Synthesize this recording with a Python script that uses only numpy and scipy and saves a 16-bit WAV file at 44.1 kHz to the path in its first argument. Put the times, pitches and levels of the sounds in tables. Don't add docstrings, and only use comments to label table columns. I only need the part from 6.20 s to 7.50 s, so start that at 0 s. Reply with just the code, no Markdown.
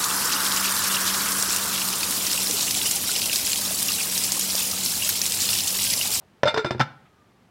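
import sys
import numpy as np
from scipy import signal
from scipy.fft import rfft, irfft, next_fast_len
from scipy.io import wavfile

SR = 44100
rng = np.random.default_rng(int(sys.argv[2]) if len(sys.argv) > 2 else 0)


def output_pcm(signal):
    pcm = np.clip(np.atleast_2d(signal).T, -1, 1) * 32767
    wavfile.write(sys.argv[1], SR, np.round(pcm).astype(np.int16))


N = 57330

# start_s, clack_db, tilt_db_per_octave, ring_db, ring_length_factor,
# hollow_db, thump_db, favoured_hz
RIM_HITS = [ (.2331, -7.5, -3.1, -29.5, .72, -19, -18.5, 600),
            (.2549, -29.5, -9.5, -24, .98, -9.5, -22.5, 580), (.2653, -18, -5, -34, .98, -33.5, -31, 620),
            (.2736, -20, 0.4, -21, .98, -26, -34.5, 1400), (.2801, -18.5, -2.3, -20, .98, -25, -39, 3550),
            (.3427, -19, -1.3, -29.5, .98, -21.5, -30, 5050),
            (.3629, -20.5, -4.7, -32, .98, -24, -42, 1000), (.3743, -16, -2.2, -29.5, .98, -16, -28, 440),
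            (.3791, -18.5, -1.1, -28, .98, -40, -62, 3650),
            (.3921, -36.5, 0.2, -28.5, .88, -18.5, -52, 1400),
            (0.4462, -16, -3.65, -31, 1.15, -25, -19.5, 630),
            (.4591, -27.5, -2, -30, 1.25, -20.5, -42, 2330),
            (0.5078, -16.5, -1.2, -29, 1.05, -24, -18.5, 915), (0.5474, -30, -7, -61, .98, -25, -24.5, 540),
            (0.5564, -53, -11, -68, .98, -30.5, -24, 350), (0.5803, -44, -3, -46, .52, -56, -36, 3000),
            (0.5958, -23.5, -0.1, -22.5, .52, -28.5, -18, 1000),
            (0.6021, -11.5, -2.07, -27, .52, -26, -14.5, 780),
            (0.6098, -11.5, -0.44, -21, .52, -23, -18, 1400),
            (.6181, -21.5, 1.5, -44, .52, -37.5, -43, 1480)]
# frequency_hz, gain_db
CLACK_EQ = [(40, -32), (150, -10.5), (300, -11.5), (620, 0.5), (1000, 0.5), (1200, -3.5), (1480, 2.5),
            (2100, -8), (3500, -12.5), (5700, -12.5), (7300, -29), (10500, -38.5), (15000, -44)]
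# pitch_hz, level_db, t60_s
GLASS_MODES = [(910, -9, 0.13), (1366, -1.5, .13), (1412, -1, 0.068), (1770, -14.5, 0.081),
               (2110, -10.5, .14), (2360, -16.5, 0.22), (2817, -16.5, 0.15), (3517, -6, 0.062),
               (3600, -6.5, .12), (4320, -22.5, 0.1), (5055, -8, 0.076), (5970, -21.5, 0.076),
               (7570, -25.5, 0.11), (8550, -27.5, 0.1)]
# frequency_hz, gain_db
RIM_EQ = [(250, -14.5), (550, 3), (1500, 2), (2500, 2), (3100, -8), (4100, 0.5), (6000, -13), (7500, -23.5),
          (10000, -34), (12000, -48), (15000, -49)]
# time_s, pitch_hz
HOLLOW_PITCH = [(.235, 564), (.26, 582), (.3, 622), (.34, 441), (.42, 430.3), (.45, 350), (.49, 342.6),
                (0.548, 381), (.6, 343), (0.621, 237)]
# pitch_hz, level_db, t60_s
COOKER_MODES = [(92, -9.5, 0.077), (127.6, 1, 0.067), (155, -19.5, .18), (204, -6.5, 0.077)]
# time_s, pitch_hz, level_db
LINGER_PATH = [(0.619, 1531, -63), (0.699, 1483, -56), (0.781, 1380, -67.5), (0.871, 1260, -66),
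               (1.141, 1159, -71.5), (1.26, 1143, -85)]
# peak_s, half_width_s, centre_hz, level_db
HAND_RUBS = [(.03, 0.017, 830, -57), (0.868, 0.021, 2420, -65.5)]
# frequency_hz, t60_s
KITCHEN_DECAY = [(100, 0.59), (450, 0.47), (1500, 0.44), (4000, .42), (8000, 0.18), (15000, 0.25)]
# frequency_hz, gain_db
ROOM_TONE_EQ = [(15, -31.5), (25, -15.5), (122, -4.5), (152, -5.5), (188, -2.5), (305, -11.5), (340, -10.5),
                (389, -11), (523, -14.5), (848, -15.5), (2420, -23.5), (15500, -43)]


def lid_contacts():
    track, thump = np.zeros(N), cooker_thump()
    for start_s, clack_db, tilt, ring_db, length, hollow_db, thump_db, favoured_hz in RIM_HITS:
        add(track, start_s, amp(clack_db) * clack(tilt, favoured_hz))
        add(track, start_s, amp(ring_db) * lid_ring(length, favoured_hz))
        add(track, start_s, amp(hollow_db) * hollow_note(start_s))
        add(track, start_s, amp(thump_db) * thump)
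    return track


def clack(tilt_db_per_octave, favoured_hz, t60_s=.031, crack_db=-8.5):
    def eq(hz):
        tilt_db = tilt_db_per_octave * np.log2(np.maximum(hz, 300) / 1000)
        return amp(along(CLACK_EQ, hz) + contact_lift_db(hz, favoured_hz) + tilt_db)

    envelope = decay(clock(), t60_s)
    strength = np.linalg.norm(envelope)
    blow = rng.standard_normal(N) * envelope
    blow[0] = -amp(crack_db) * strength
    sound = minimum_phase(blow, eq)
    return sound * strength / np.linalg.norm(sound)


def lid_ring(length, favoured_hz, rim_db=-7.5, rim_t60_s=.13, rise_s=.0012, scatter_db=2.5, detune=.003):
    ring = amp(rim_db) * noise(RIM_EQ) * fade(rim_t60_s * length, rise_s)
    variations = rng.standard_normal((len(GLASS_MODES), 3))
    for (hz, db, t60_s), (louder, sharper, start_cycles) in zip(GLASS_MODES, variations):
        pitch_hz = hz * (1 + detune * sharper) + waver()
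        cycles = start_cycles + np.cumsum(pitch_hz) / SR
        level = amp(db + contact_lift_db(hz, favoured_hz) + scatter_db * louder)
        ring += level * fade(t60_s * length, rise_s) * np.sin(2 * np.pi * cycles)
    return ring


def contact_lift_db(hz, favoured_hz, peak_db=7, width_octaves=.13):
    return peak_db * bell(hz, favoured_hz, width_octaves)


def waver(depth_hz=13.5, knots_per_s=109.5):
    knots = rng.standard_normal(400)
    return depth_hz * np.interp(clock() * knots_per_s, np.arange(len(knots)), knots)


def hollow_note(start_s):
    hz = np.interp(start_s + clock(), *np.transpose(HOLLOW_PITCH))
    return -np.sin(2 * np.pi * np.cumsum(hz) / SR) * fade(t60_s=.11, rise_s=.0011)


def cooker_thump():
    return sum(amp(db) * fade(t60_s, rise_s=.0035) * np.sin(2 * np.pi * hz * clock())
               for hz, db, t60_s in COOKER_MODES)


def lingering_tone(width_hz=22):
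    times, hz, db = np.transpose(LINGER_PATH)
    t = clock()
    phase = 2 * np.pi * np.cumsum(np.interp(t, times, hz)) / SR
    fuzz = [filtered(rng.standard_normal(N), lambda f: 1 / (1 + (f / width_hz) ** 2)) for _ in range(2)]
    tone = unit(fuzz[0] * np.cos(phase) + fuzz[1] * np.sin(phase))
    return tone * amp(np.interp(t, times, db)) * (t > times[0])


def hand_rubs(width_octaves=.47):
    track = np.zeros(N)
    for peak_s, half_width_s, centre_hz, db in HAND_RUBS:
        friction = unit(filtered(rng.standard_normal(N), lambda hz: bell(hz, centre_hz, width_octaves)))
        swell = np.exp(-((clock() - peak_s) / half_width_s) ** 2)
        track += amp(db) * friction * swell
    return track


def kitchen_reverb(x, echoes_db=-12.5, near_s=.0017, far_s=.022, tail_db=-18, predelay_s=.008):
    hz, t, spectra = signal.stft(rng.standard_normal(N), SR, nperseg=256)
    spectra *= decay(t, along(KITCHEN_DECAY, hz)[:, None])
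    tail = signal.istft(spectra, SR, nperseg=256)[1][:N]
    delays_s = rng.uniform(near_s, far_s, size=8)
    echoes = np.bincount((delays_s * SR).astype(int), rng.standard_normal(len(delays_s)), N)
    response = amp(echoes_db) * echoes / np.linalg.norm(echoes)
    add(response, predelay_s, amp(tail_db) * tail / np.linalg.norm(tail))
    return signal.fftconvolve(x, response)[:N]


def room_tone(level_db=-59):
    return amp(level_db) * noise(ROOM_TONE_EQ)


def amp(db):
    return 10 ** (np.asarray(db) / 20)


def unit(x):
    return x / np.sqrt(np.mean(x ** 2) + 1e-20)


def clock():
    return np.arange(N) / SR


def decay(t, t60_s):
    return np.exp(-np.log(1000) * t / t60_s)


def fade(t60_s, rise_s):
    return decay(clock(), t60_s) * (1 - np.exp(-clock() / rise_s))


def bell(hz, centre_hz, width_octaves):
    return np.exp(-.5 * (np.log2((hz + 1) / centre_hz) / width_octaves) ** 2)


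def along(points, hz):
    frequencies, values = np.transpose(points)
    return np.interp(np.log(hz + 1), np.log(frequencies + 1), values)


def filtered(x, gain):
    size = next_fast_len(len(x) + 8192)
    return irfft(rfft(x, size) * gain(np.fft.rfftfreq(size, 1 / SR)), size)[:len(x)]


def minimum_phase(x, gain):
    size = 2 * next_fast_len(N, real=True)
    gains = np.maximum(gain(np.fft.rfftfreq(size, 1 / SR)), 1e-6)
    cepstrum = irfft(np.log(gains), size)
    cepstrum[1:size // 2] *= 2
    cepstrum[size // 2 + 1:] = 0
    return irfft(rfft(x, size) * np.exp(rfft(cepstrum)), size)[:N]


def noise(eq):
    return unit(filtered(rng.standard_normal(N), lambda hz: amp(along(eq, hz))))


def add(track, start_s, sound):
    start = round(start_s * SR)
    track[start:] += sound[:N - start]


def scene():
    lid = lid_contacts()
    return (lid + kitchen_reverb(lid) + hand_rubs() + lingering_tone() + room_tone())[None]


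def record(dry, low_cut_hz=63, top_hz=15900):
    low_cut = signal.butter(2, low_cut_hz, "highpass", fs=SR, output="sos")
    thinned = signal.sosfilt(low_cut, dry[0])
    return filtered(thinned, lambda hz: hz < top_hz)[None]


dry = scene()
out = record(dry)
output_pcm(out)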